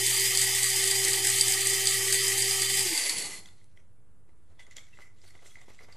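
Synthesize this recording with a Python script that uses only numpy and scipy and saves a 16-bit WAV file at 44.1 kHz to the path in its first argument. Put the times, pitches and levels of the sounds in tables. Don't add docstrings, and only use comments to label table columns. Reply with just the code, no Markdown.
import sys
import numpy as np
from scipy import signal
from scipy.fft import rfft, irfft, next_fast_len
from scipy.io import wavfile
from scipy.ndimage import uniform_filter1d

SR = 44100
rng = np.random.default_rng(int(sys.argv[2]) if len(sys.argv) > 2 else 0)


def store_pcm(level_fs):
    pcm = np.round(np.clip(level_fs, -1, 1) * 32767).astype(np.int16)
    wavfile.write(sys.argv[1], SR, np.atleast_2d(pcm).T)


def voltage_ratio(decibels):
    exponent = np.asarray(decibels, float) / 20
    return 10 ** exponent


N = 262836

MAINS_HZ = 120
HUM_DB, WHINE_DB = -48, -5
POWER_OFF_S, FIELD_FADE_S, FIELD_BEND = 2.8, 0.1, 2
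HUM_SHARE = 0.4
RELEASE_S, COAST_S = 2.833, 0.6
UNBALANCE_FADE_DB_PER_S = -130
BRUSH_ORDER = 8
SHAFT_ORDERS = [1.99, 3, 5.01, 8, 9, 11.05, 23, 24.05]
# level_db, lower_sideband_db, upper_sideband_db, wander_db
WHINE = [(-50, -28.5, -9.5, 6), (-55, -28.5, 0.5, 7), (-43.5, -21.5, -23, 11.5), (-37, -11, -32, 1.5),
         (-45, -22, -7.5, 9), (-52.5, -19.5, -16.5, 12.5), (-48.5, -10, -8.5, 4), (-46, -11, -10, 6)]
# lower_db, upper_db
UNBALANCE_SIDEBANDS = (-53, -16.5)
# time_s, tone_db
UNBALANCE = [(0, -40.5), (.14, -48), (.22, -40.5), (.63, -48), (.84, -40.5), (1.06, -40), (1.38, -44),
             (2.2, -40), (2.84, -44)]
# pitch_hz, width_hz, gain_db
CRITICAL_SPEEDS = [(367.5, 7.5, 13.5), (325, 16, 17)]
# time_s, pitch_hz
COMMUTATOR = [
    (0, 3096),
    (.5, 3094),
    (.9, 3100),
    (1.6, 3099),
    (2.0, 3106),
    (2.4, 3112),
    (2.8, 3102),
]
# time_s, level_db
BRUSH = [(0.0, -46), (0.03, -41), (0.71, -52.5), (0.72, -43.5), (1.31, -46.5), (1.5, -41), (1.69, -48),
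         (1.73, -45), (2.8, -42.5)]

BLAST_DB, DULL_DB, DUST_DB = -28.5, -51, -38.5
BLAST_DB_PER_S, DUST_DB_PER_S = -0.5, -1.26
BLAST_POWER, DULL_POWER, DUST_POWER = 1, 0.68, 2.37
TOP_POWER, TOP_EDGE_HZ = 0.093, 8800
SLIDE_S, SLIDE_DB = 0.2, 3.5
REST_SPEED, SETTLE_DB_PER_S = 0.023, -98
PATCHY_DB = 5
SWIRL_HZ, SWIRL_SINK_HZ, SWIRL_BEND = 4834, 540, 1
SWIRL_STEADY = 0.5
ROCK_BEND = 1.8
# pitch_hz, density_db_per_hz
BLAST = [(1450, -16.5), (1650, -14.5), (1950, -1), (2400, -4.5), (3300, -5.5), (4700, -4), (5600, -5),
         (7000, -2.5), (8000, -1.5), (9700, -5), (11500, -7.5), (12300, -27.5)]
# pitch_hz, density_db_per_hz
DULL = [(170, -0.5), (235, -61.5), (330, 8.5), (480, -2.5), (610, -9.5), (760, -2), (890, 4.5),
        (1020, -4.5), (1220, -3.5), (1450, -28.5), (1600, -31.5)]
# pitch_hz, density_db_per_hz
SLIDING = [(180, -47), (280, 6), (600, -1.5), (830, 2.5), (1200, -5), (1600, -16.5), (1800, -22)]
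# pitch_hz, density_db_per_hz
DUST = [(11000, -29.5), (11800, -12.5), (12400, -1.5), (12850, -6), (13400, 2.5), (13850, -0.5),
        (14100, -6), (14400, 0.5), (14600, -43)]
# pitch_hz, width_hz, level_db, coasting_change_db
CUP = [(2014, 36, -17, 11.5), (1996, 300, -15.5, -15.5), (2193, 190, -39.5, -15), (3500, 60, -25.5, 6),
       (6320, 34, -20, -6), (7930, 140, -6, -12.5), (7968, 210, -4.5, -15), (10590, 120, -10.5, -10),
       (10050, 200, -31.5, 25.5), (9390, 36, -13, -8.5), (7700, 70, -24.5, -12.5), (8500, 88, -20.5, -0.5),
       (6750, 58, -26.5, 5)]
DULL_EDGES = [0, 300, 440, 530, 710, 950, 1100, 1350, 1560, 23000]
# peak_s, level_db, fall_s
WOBBLE = [
    (2.7, -55.5, 0.43),
    (3.16, -56.5, 0.34),
    (3.34, -75, 0.11),
]

CUP_KNOCK_DB, CRACK_EDGE_DB = -21.5, 1
# start_s, peak_db, swirl_ring_db
CRACKS = [(0.0634, -9, 0.5), (0.101, -17, -6.5), (0.197, -11, -5), (0.35, -13, 0), (0.3727, -10, 3.5),
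          (0.393, -13.5, -5), (0.4145, -8, -2), (0.424, -19, -4), (0.4395, -16, -11.5), (0.55, -13, -8),
          (0.631, -9.5, -7), (0.642, -12.5, -13), (0.8395, -13.5, 2), (0.876, -10, -2.5), (0.9116, -10, 0),
          (0.9854, -15.5, -12.5), (1.04, -14, 0), (1.049, -9.5, -6.5), (1.082, -12, -2.5),
          (1.1092, -17, -0.5), (1.1322, -12.5, -1.5), (1.2477, -13.5, -4.5), (1.2702, -7, -9.5),
          (1.3005, -15, -4), (1.361, -16.5, -5.5), (1.384, -14, -3.5), (1.4102, -4, -0.5),
          (1.4812, -8.5, -10.5), (1.5215, -10, -2.5), (1.5374, -15.5, 5.5), (1.6087, -15, -14),
          (1.6704, -8.5, -12), (1.699, -14.5, -6), (1.734, -12, -11), (1.8552, -17, 3), (1.871, -6, -3),
          (1.9097, -13, -9.5), (2.1254, -6, -4.5), (2.2668, -14, 1), (2.2804, -8.5, -7.5), (2.379, -12, -7),
          (2.4213, -11, 4), (2.5096, -19, 7.5), (2.6192, -10.5, 0.5), (2.7164, -28, -12),
          (2.7364, -26, 0.5), (2.7716, -13, -3.5), (2.792, -16.5, 3), (2.8085, -14, 3), (2.949, -20, -26),
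          (2.9761, -13.5, 3), (3.0126, -21, -9), (3.036, -22.5, 8), (3.0948, -13, 4), (3.183, -19, 2),
          (3.222, -22, -2), (3.256, -25, 2), (3.3498, -38, -7)]
# pitch_hz, width_hz, level_db
CHIP = [(7000, 350, -5), (8010, 330, 4.5), (9300, 2800, -3), (8610, 2300, -11), (6350, 400, -11),
        (3860, 130, -10)]

RUSTLE_RISE_S, RUSTLE_FALL_S, RUSTLE_BED_DB = 0.017, 0.051, -81.5
SINGING_RISE_S, SINGING_Q = 0.017, 37
# start_s, peak_db, upper_mode_hz, brightness_db
TICKS = [(3.4575, -51.5, 3370, 16), (3.459, -65, 6030, 28), (3.4874, -55, 3520, 16),
         (3.6137, -60, 2820, -17.5), (3.6424, -72.5, 10130, 32), (3.635, -78, 8000, 24),
         (3.7738, -53, 3220, 7), (4.2931, -64, 3020, -11), (4.594, -51, 3380, 11), (4.612, -61, 3400, 7),
         (4.6668, -53, 6700, 11), (4.7107, -51, 6800, 17), (4.7636, -64, 6000, 27),
         (4.7673, -47, 7200, 24.5), (4.7825, -41.5, 3300, 11), (4.768, -52, 3260, 18),
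         (4.9292, -59, 2720, 6), (4.9726, -49, 3170, -3), (5.0055, -50, 3460, 0), (5.0205, -50, 2950, 5.5),
         (5.0679, -55, 5680, -13), (5.2164, -66.5, 4940, 24), (5.2415, -56, 2300, 0),
         (4.937, -62, 2720, 11), (5.035, -56, 2250, 0), (5.2875, -62, 3300, 11), (5.931, -60, 4650, 20),
         (5.3068, -52, 7300, 13), (5.3522, -49.5, 2900, 2), (5.3908, -52, 3500, -8),
         (5.4232, -62, 3500, -2), (5.46, -49, 3460, -4), (5.482, -66, 4500, -6), (5.518, -59, 4500, -4),
         (5.5558, -40, 3780, -32), (5.6136, -48.5, 5970, 5), (5.5859, -53, 3800, -8),
         (5.6831, -58, 3000, -1), (5.845, -50, 3800, 0), (5.912, -60, 3900, -9), (5.7034, -53, 7360, -14),
         (5.7902, -43, 3770, -30), (5.8122, -51, 3850, -7), (5.898, -53, 3910, -8),
         (5.9254, -58.5, 4700, 24.5)]
# start_s, knock_db, knock_hz, rustle_db
KNOCKS = [(3.4575, -57, 377, -79), (3.7738, -66, 310, -75), (4.2914, -51, 303.6, -73.5),
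          (4.512, -73.5, 400.5, -68.5), (4.592, -63, 568, -64.5), (4.668, -68, 315, -64),
          (4.7673, -59, 410, -60.5), (4.9888, -28, 1350, -58.5), (5.011, -53, 494, -89),
          (5.2395, -46, 364, -64), (5.352, -43, 532, -64), (5.422, -47, 410, -62), (5.459, -41, 403, -66),
          (5.568, -57.5, 540, -65), (5.618, -52, 338, -64), (5.6836, -36.5, 486, -60.5),
          (5.7039, -58, 359, -67), (5.8084, -38, 412, -57), (5.8354, -40, 351, -72),
          (5.888, -44, 533, -58.5), (5.9316, -51, 310, -84), (5.955, -66, 400, -60)]
# peak_s, hiss_db, rise_s, fall_s
STROKES = [(3.46, -56, 0.03, 0.081), (3.6, -73, .15, 0.3), (3.77, -67, 0.012, 0.084),
           (4.57, -78, 0.41, 0.055), (4.598, -56, .005, 0.073), (4.67, -69, .02, 0.055),
           (4.712, -60.5, 0.011, 0.074), (4.769, -46.5, 0.012, 0.028), (4.8, -60, 0.039, 0.18),
           (4.95, -81, .15, .1), (5.02, -58.5, 0.088, 0.093), (5.24, -60.5, 0.074, 0.088),
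           (5.28, -63, 0.057, 0.07), (5.358, -63, 0.041, 0.051), (5.465, -54.5, 0.067, 0.13),
           (5.54, -69, 0.11, 0.12), (5.62, -64, 0.093, .07), (5.695, -61, 0.054, 0.16),
           (5.8, -71.5, .05, 0.064), (5.836, -60, 0.046, 0.034), (5.925, -61.5, .06, 0.15)]
# pitch_hz, density_db_per_hz
RUB_HISS = [(880, -12.5), (1500, -1), (2110, -17), (2460, -0.5), (3400, -5.5), (5140, -4.5), (7430, -3.5),
            (11800, -15), (12800, -35)]
RUB_EDGES = [0, 1800, 2500, 3100, 3800, 5000, 6500, 8500, 10500, 23000]
# pitch_hz, width_hz, level_db
LID = [(2010, 90, -5), (2190, 55, -7.5), (3380, 140, -22), (3500, 1200, -5), (4500, 400, -42),
       (5870, 830, -13.5), (7300, 360, -15)]
# peak_s, level_db, pitch_hz, fall_s
SINGING = [(4.597, -62, 3370, .1), (4.6, -56, 2010, .06), (4.715, -62, 2030, .07),
           (4.785, -57.5, 3300, .06), (4.79, -60, 2220, 0.089), (4.935, -64, 2000, 0.067),
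           (4.935, -62, 2660, 0.032), (5.025, -63, 2030, 0.073), (5.07, -62.5, 2020, 0.064),
           (5.27, -63, 4400, .08), (5.5, -63, 3350, .08), (5.8, -62, 2030, 0.087), (5.835, -63, 4800, .04),
           (5.9, -60, 2040, .05), (5.93, -64, 4650, .06)]
# peak_s, level_db, rise_s, fall_s
SLIPS = [
    (3.645, -72, .02, .04),
    (4.77, -70, .02, .04),
    (5.02, -74, .03, 0.045),
    (5.28, -65, .06, 0.077),
    (5.47, -66, .07, .1),
    (5.53, -70, .04, .05),
]
# pitch_hz, density_db_per_hz
SLIP_HISS = [(6000, -12), (9000, 5), (12000, -6), (14400, -8)]

KITCHEN_T60_S, WALL_CUT_HZ = 0.37, 8000
TONES_TO_ROOM_DB, TONES_UNEVEN_DB = -5, -13.5
FLOOR_DB = -62.5
LOUD_DB, GATE_JITTER_DB = -42, 5.5
APART_BELOW_HZ, APART_SPREADS, APART_SHARED = 1500, 0.45, 0.45
# pitch_hz, level_db
ROOM_COLOUR = [(60, -11), (300, -27), (600, -25), (1300, -10.5), (2500, -24.5), (8000, -13), (13000, -5.5)]
# pitch_hz, density_db_per_hz
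FLOOR = [(12, -23), (20, -20.5), (33, -25.5), (96, -15), (141, -25), (277, -33), (476, -35.5), (576, -41),
         (990, -45), (1410, -46), (3000, -56.5), (5770, -61), (8000, -52.5), (11000, -52), (13000, -65.5)]
# pitch_hz, threshold_db
GATE_THRESHOLD = [(150, -30), (240, -17), (400, -21.5), (600, -17), (1000, -15.5), (1450, -17.5), (1800, -20.5),
                  (6000, -16), (11000, -14), (12700, -14), (13400, -13), (14300, -6)]
# pitch_hz, threshold_db
QUIET_THRESHOLD = [(1200, -25), (2200, -5), (3500, -6), (5500, -8), (8000, -9), (10500, -6), (12200, -1),
                   (14300, 2)]
# pitch_hz, level_db
APART = [(60, -24), (250, -24), (600, -9), (1200, -12), (2500, -11), (5000, -10), (9000, -12), (13000, -2)]
# low_hz, high_hz, start_s, end_s
BASS_DROP = (105, 210, 2.955, 3.11)
# time_s, level
OFFSET = [
    (0, 0.0039),
    (5.6, 0.0065),
    (5.96, 0.0062),
]


def motor():
    shaft_hz = in_time(COMMUTATOR)[0] / 8 * speed()
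    tone_db, = in_time(UNBALANCE)
    brush_db, = in_time(BRUSH)
    field_db = -20 * (np.maximum(clock() - POWER_OFF_S, 0) / FIELD_FADE_S) ** FIELD_BEND
    hum_db = HUM_DB + HUM_SHARE * field_db
    whine_db = WHINE_DB + field_db
    turn = 2 * np.pi * np.cumsum(shaft_hz + 0.6 * drift(9)) / SR
    mains = 2 * np.pi * MAINS_HZ * clock()
    coast_db = UNBALANCE_FADE_DB_PER_S * np.maximum(clock() - RELEASE_S, 0)
    for hz, width, gain_db in CRITICAL_SPEEDS:
        coast_db += gain_db * np.exp(-((shaft_hz - hz) / width) ** 2) * (speed() < 1)

    lower, upper = voltage_ratio(np.array(UNBALANCE_SIDEBANDS))
    out = voltage_ratio(tone_db + coast_db + drift(17)) * np.sin(turn)
    sidebands = lower * np.sin(turn - mains) + upper * np.sin(turn + mains)
    out += voltage_ratio(tone_db + whine_db + np.clip(8 * drift(12), -25, 5)) * sidebands
    out += voltage_ratio(hum_db + 1.7 * drift(15)) * np.sin(mains + 0.58 * drift(8.1))
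    for order, (db, lower_db, upper_db, wander_db) in zip(SHAFT_ORDERS, WHINE):
        if order == BRUSH_ORDER:
            db = db + 0.64 * (brush_db - np.mean(np.array(BRUSH)[:, 1]))
        angle = order * turn + 0.17 * wander_db * drift(15)
        lines = np.sin(angle) + voltage_ratio(lower_db) * np.sin(angle - mains) + voltage_ratio(upper_db) * np.sin(angle + mains)
        out += voltage_ratio(db + whine_db + wander_db * np.clip(drift(22), -3, 1)) * lines
    return np.sqrt(2) * out


def grounds():
    speed_db = 20 * np.log10(np.maximum(speed(), REST_SPEED))
    coasting = np.clip((clock() - RELEASE_S) / SLIDE_S, 0, 1)
    blast_db = BLAST_DB + BLAST_DB_PER_S * clock() + BLAST_POWER * speed_db + coasting
    dull_db = DULL_DB + SLIDE_DB * coasting + DULL_POWER * speed_db
    dust_db = DUST_DB + DUST_DB_PER_S * clock() + DUST_POWER * speed_db
    end_db = SETTLE_DB_PER_S * np.maximum(clock() - RELEASE_S - COAST_S, 0)

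    sand = grit(4000, spread_db=3, smooth_db=4)
    sand = sand * voltage_ratio(0.7 * drift(25) + 0.28 * drift(100) + 0.89 * drift(23))
    walls = np.zeros(N)
    for k, (hz, width, db, change_db) in enumerate(CUP):
        walls += voltage_ratio(db + change_db * coasting) * (-1) ** k * rms_one(resonance(sand, hz, width))
    swirl = rms_one(swirled(sand, width=60))
    flicker = np.sqrt(uniform_filter1d((swirl / (1e-9 + swirl.std())) ** 2, size=400))
    swirl = rms_one(swirl / (flicker + 0.1) ** SWIRL_STEADY)
    swirl_gain = voltage_ratio(-8 + 3 * coasting + 1.1 * drift(40))

    rumble = rng.standard_normal(N)
    dull = (1 - coasting) * colour(rumble, DULL) + coasting * voltage_ratio(3.5) * colour(rumble, SLIDING)
    bright = voltage_ratio(0.5) * colour(sand, BLAST) + above(walls + swirl_gain * swirl, 1380)
    body, top = bands(bright, [0, TOP_EDGE_HZ, SR])
    bright = body + voltage_ratio(TOP_POWER * speed_db) * top
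    rock = resonance(resonance(rng.standard_normal(N), 160, 150), 160, 150)
    out = voltage_ratio(blast_db) * bright + voltage_ratio(dull_db) * dull + voltage_ratio(dust_db) * colour(sand, DUST)
    *low, high = bands(out, DULL_EDGES)
    patchy_db = PATCHY_DB * (1 - 0.6 * coasting)
    out = high + sum(part * voltage_ratio(patchy_db * np.clip(drift(7), -3, 0.7)) for part in low)
    rocking = swells([(s, db, 0.04, fall) for s, db, fall in WOBBLE], bend=ROCK_BEND)
    return voltage_ratio(end_db) * out + rocking * rms_one(rock)


def cracks():
    s, db, swirl_db = np.transpose(CRACKS)
    knock_db = CUP_KNOCK_DB + 4.8 * rng.standard_normal(len(s))
    hit = burst(s, voltage_ratio(db + CRACK_EDGE_DB), 0.0007)
    hit += burst(s, voltage_ratio(db + 4.5), 0.0018)
    hit += burst(s + 0.0027, voltage_ratio(db - 8.5), 0.017)
    bright = swirled(burst(s, voltage_ratio(db + swirl_db + 3), 0.0039), width=350)
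    for k, (hz, width, level_db) in enumerate(CHIP):
        bright += voltage_ratio(level_db) * (-1) ** k * resonance(hit, hz, width)
    bright = signal.sosfilt(signal.butter(4, 11500, fs=SR, output="sos"), bright)
    knock = resonance(burst(s + 0.00058, voltage_ratio(db + knock_db + 6.5), 0.016), 1800, 410)
    return above(bright + knock, 1650)


def ticks():
    size = 2000
    s, db, _, bright_db = np.transpose(TICKS)
    snap = burst(s, voltage_ratio(db + bright_db - 12), 0.002)
    out = np.append(resonance(resonance(snap, 4700, 5800), 4900, 5600), np.zeros(size))
    cup = mode(size, hz=2070, width=91) + voltage_ratio(-9) * mode(size, hz=2015, width=45)
    for t, db, upper_hz, bright_db in TICKS:
        upper = voltage_ratio(bright_db - 6) * mode(size, hz=upper_hz, width=upper_hz / 20)
        start = round(t * SR)
        out[start:start + size] += voltage_ratio(db) * (cup + upper)
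    for t, db, knock_hz, _ in KNOCKS:
        start = round(t * SR)
        out[start:start + size] += voltage_ratio(db) * mode(size, hz=knock_hz, width=max(400, 0.6 * knock_hz))
    return signal.sosfilt(signal.butter(2, 12000, fs=SR, output="sos"), out[:N])


def rubbing():
    sand = grit(500, spread_db=6.5, smooth_db=10.5) * voltage_ratio(2 * drift(40))
    hiss = colour(sand, RUB_HISS)
    for hz, width, db in LID:
        hiss += voltage_ratio(db + 2.7 * drift(5.1)) * rms_one(resonance(sand, hz, width))
    hiss = sum(part * voltage_ratio(2.2 * drift(10)) for part in bands(hiss, RUB_EDGES))
    rustle = rms_one(resonance(grit(300, spread_db=3, smooth_db=3), 450, 500))
    touches = [(s + 0.0021, db, RUSTLE_RISE_S, RUSTLE_FALL_S) for s, *_, db in KNOCKS]
    low = swells(touches) + voltage_ratio(RUSTLE_BED_DB)
    return voltage_ratio(-6.5) * swells(STROKES) * hiss + low * rustle


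def singing():
    chatter = grit(900, spread_db=3, smooth_db=0)
    out = np.zeros(N)
    for s, db, hz, fall in SINGING:
        out += swells([(s, db, SINGING_RISE_S, fall)]) * rms_one(resonance(chatter, hz, hz / SINGING_Q))
    return out


def slips():
    return swells(SLIPS) * colour(grit(1500, spread_db=3, smooth_db=0), SLIP_HISS)


def kitchen(x):
    size = next_fast_len(N + SR)
    hz = np.fft.rfftfreq(size, 1 / SR)
    wall = 1 / (1 + 1j * hz / WALL_CUT_HZ)
    answer = np.zeros((2, len(hz)), complex)
    for k, lag in enumerate(rng.uniform(0.006, 0.03, 16)):
        loop = voltage_ratio(-60 * lag / KITCHEN_T60_S) * wall * np.exp(-2j * np.pi * hz * lag)
        answer[k % 2] += (-1) ** (k // 2) * loop / (1 - loop)
    return irfft(answer * voltage_ratio(at_hz(ROOM_COLOUR, hz)) * rfft(x, size), size)[:, :N]


def room_floor():
    mid, side = (colour(rng.standard_normal(N), FLOOR) for _ in range(2))
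    side = signal.lfilter([1, -1], [1, -0.6], side)
    return voltage_ratio(FLOOR_DB) * (mid + voltage_ratio(-5) * side * [[1], [-1]])


def gated(x):
    parts = [(x[0] + x[1]) / 2, (x[0] - x[1]) / 2, rng.standard_normal(N)]
    hz, s, (mid, side, error) = signal.stft(parts, SR, nperseg=2048, noverlap=1536)
    curve = lambda rows: at_hz(rows, hz)[:, None]
    power = uniform_filter1d(uniform_filter1d(abs(mid) ** 2, size=4, axis=0), size=3, axis=1)
    treble = power[(hz > 1500) & (hz < 15000)].mean(axis=0)
    jitter = rng.standard_normal((len(hz) // 6 + 1, len(s) // 3 + 1))
    jitter = np.repeat(np.repeat(jitter, 6, axis=0), 3, axis=1)[:len(hz), :len(s)]
    loud = np.interp(s, clock(), uniform_filter1d(x[0] ** 2, size=4096)) > voltage_ratio(2 * LOUD_DB)
    treble = np.where(loud, treble, np.percentile(treble, 10))
    threshold_db = np.where(loud, curve(GATE_THRESHOLD), curve(QUIET_THRESHOLD)) + GATE_JITTER_DB * jitter
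    kept = power > treble * voltage_ratio(2 * threshold_db)
    low, high, start, end = BASS_DROP
    kept[np.ix_((hz > low) & (hz < high), (s > start) & (s < end))] = False

    band = (8 * np.log2(hz / 300 + 1)).astype(int)
    chance = rng.standard_normal((band[-1] + 2, len(s) // 2 + 2))
    chance = np.repeat(chance[:, 1:] + chance[:, :-1], 2, axis=1)[:, :len(s)] / np.sqrt(2)
    apart = chance[band] + APART_SHARED * chance[-1] > APART_SPREADS
    apart = apart | (hz < APART_BELOW_HZ)[:, None] | ~loud
    local = np.sqrt(uniform_filter1d(power, size=12, axis=0) + 1e-20)
    error = rms_one(error.real) * np.exp(1j * np.angle(error))
    side = side + loud * voltage_ratio(curve(APART)) * local * error
    cells = [mid * kept, side * kept * apart]
    mid, side = signal.istft(cells, SR, nperseg=2048, noverlap=1536)[1][:, :N]
    return np.array([mid + side, mid - side])


def clock():
    return np.arange(N) / SR


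def speed():
    return np.clip(1 - (clock() - RELEASE_S) / COAST_S, 0, 1)


def swirled(x, width):
    swirl_hz = SWIRL_HZ - SWIRL_SINK_HZ * (1 - speed()) ** SWIRL_BEND
    slide = np.exp(2j * np.pi * np.cumsum(swirl_hz - 4830) / SR)
    pair = resonance(x, 4830, width) + voltage_ratio(-5) * resonance(x, 4720, 50)
    return np.real(signal.hilbert(pair) * slide)


def grit(per_s, spread_db, smooth_db):
    sizes = voltage_ratio(spread_db * np.minimum(rng.exponential(1, N), 4)) * rng.choice([-1, 1], N)
    clicks = rms_one(sizes * (rng.random(N) < per_s / SR))
    return rms_one(clicks + voltage_ratio(smooth_db) * rng.standard_normal(N))


def burst(times, gains, length_s):
    size = int(6 * length_s * SR) + 20
    age = np.arange(size) / SR
    shape = np.exp(-age / length_s) * (1 - np.exp(-age / 0.000057))
    shape_rms = np.sqrt(np.mean(shape ** 2))
    out = np.zeros(N + size)
    noise = rng.standard_normal((len(times), 1500))
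    for s, gain, grain in zip(times, gains, noise):
        start = round(s * SR)
        out[start:start + size] += gain * rms_one(np.resize(grain, size) * shape) * shape_rms
    return out[:N]


def mode(size, hz, width):
    age = np.arange(size) / SR
    return np.sin(2 * np.pi * hz * age) * np.exp(-np.pi * width * age) * (1 - np.exp(-age / 0.00035))


def resonance(x, hz, width):
    r = np.exp(-np.pi * width / SR)
    poles = [1, -2 * r * np.cos(2 * np.pi * hz / SR), r * r]
    return signal.lfilter(np.array([1, 0, -1]) * (1 - r * r) / 2, poles, x + 1e-18)


def swells(rows, bend=1):
    t = clock()
    out = np.zeros(N)
    for s, db, rise, fall in rows:
        spans = np.where(t < s, (s - t) / rise, (t - s) / fall)
        out += voltage_ratio(db - 20 * spans ** bend)
    return out


def drift(rate):
    r = np.exp(-80 * np.pi * rate / SR)
    slow = signal.lfilter([1], [1, -2 * r, r * r], rng.standard_normal(N // 40 + 2002))[2000:]
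    return np.interp(np.arange(N) / 40, np.arange(len(slow)), rms_one(slow))


def colour(x, spectrum):
    hz = np.maximum(np.fft.rfftfreq(N, 1 / SR), 1)
    points = np.array(spectrum, float)
    gain = voltage_ratio(np.interp(np.log(hz), np.log(points[:, 0]), points[:, 1], left=-90, right=-90))
    return rms_one(irfft(rfft(x) * gain, N))


def bands(x, edges):
    hz, spectrum = np.fft.rfftfreq(N, 1 / SR), rfft(x)
    return [irfft(spectrum * (hz >= low) * (hz < high), N) for low, high in zip(edges, edges[1:])]


def above(x, hz):
    return signal.sosfilt(signal.butter(6, hz, "high", fs=SR, output="sos"), x + 1e-18)


def at_hz(rows, hz):
    points = np.array(rows)
    return np.interp(np.log(hz + 1), np.log(points[:, 0]), points[:, 1])


def in_time(rows):
    s, *columns = np.transpose(rows)
    return [np.interp(clock(), s, column) for column in columns]


def rms_one(x):
    return x / np.sqrt(np.mean(x ** 2) + 1e-20)


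def scene():
    tones = motor()
    near = grounds() + cracks() + ticks() + rubbing() + singing() + slips()
    uneven = voltage_ratio(TONES_UNEVEN_DB) * drift(20) * tones * [[1], [-1]]
    reverberant = kitchen(near + voltage_ratio(TONES_TO_ROOM_DB) * tones)
    return near + tones + reverberant + room_floor() + uneven


def roll_off(x):
    return signal.sosfilt(signal.butter(12, 14940, fs=SR, output="sos"), x)


def record(dry):
    unequal = voltage_ratio(np.array([[-0.15], [0.15]]))
    mix = gated(dry) * unequal + in_time(OFFSET)[0]
    return roll_off(mix)


dry = scene()
out = record(dry)
store_pcm(out)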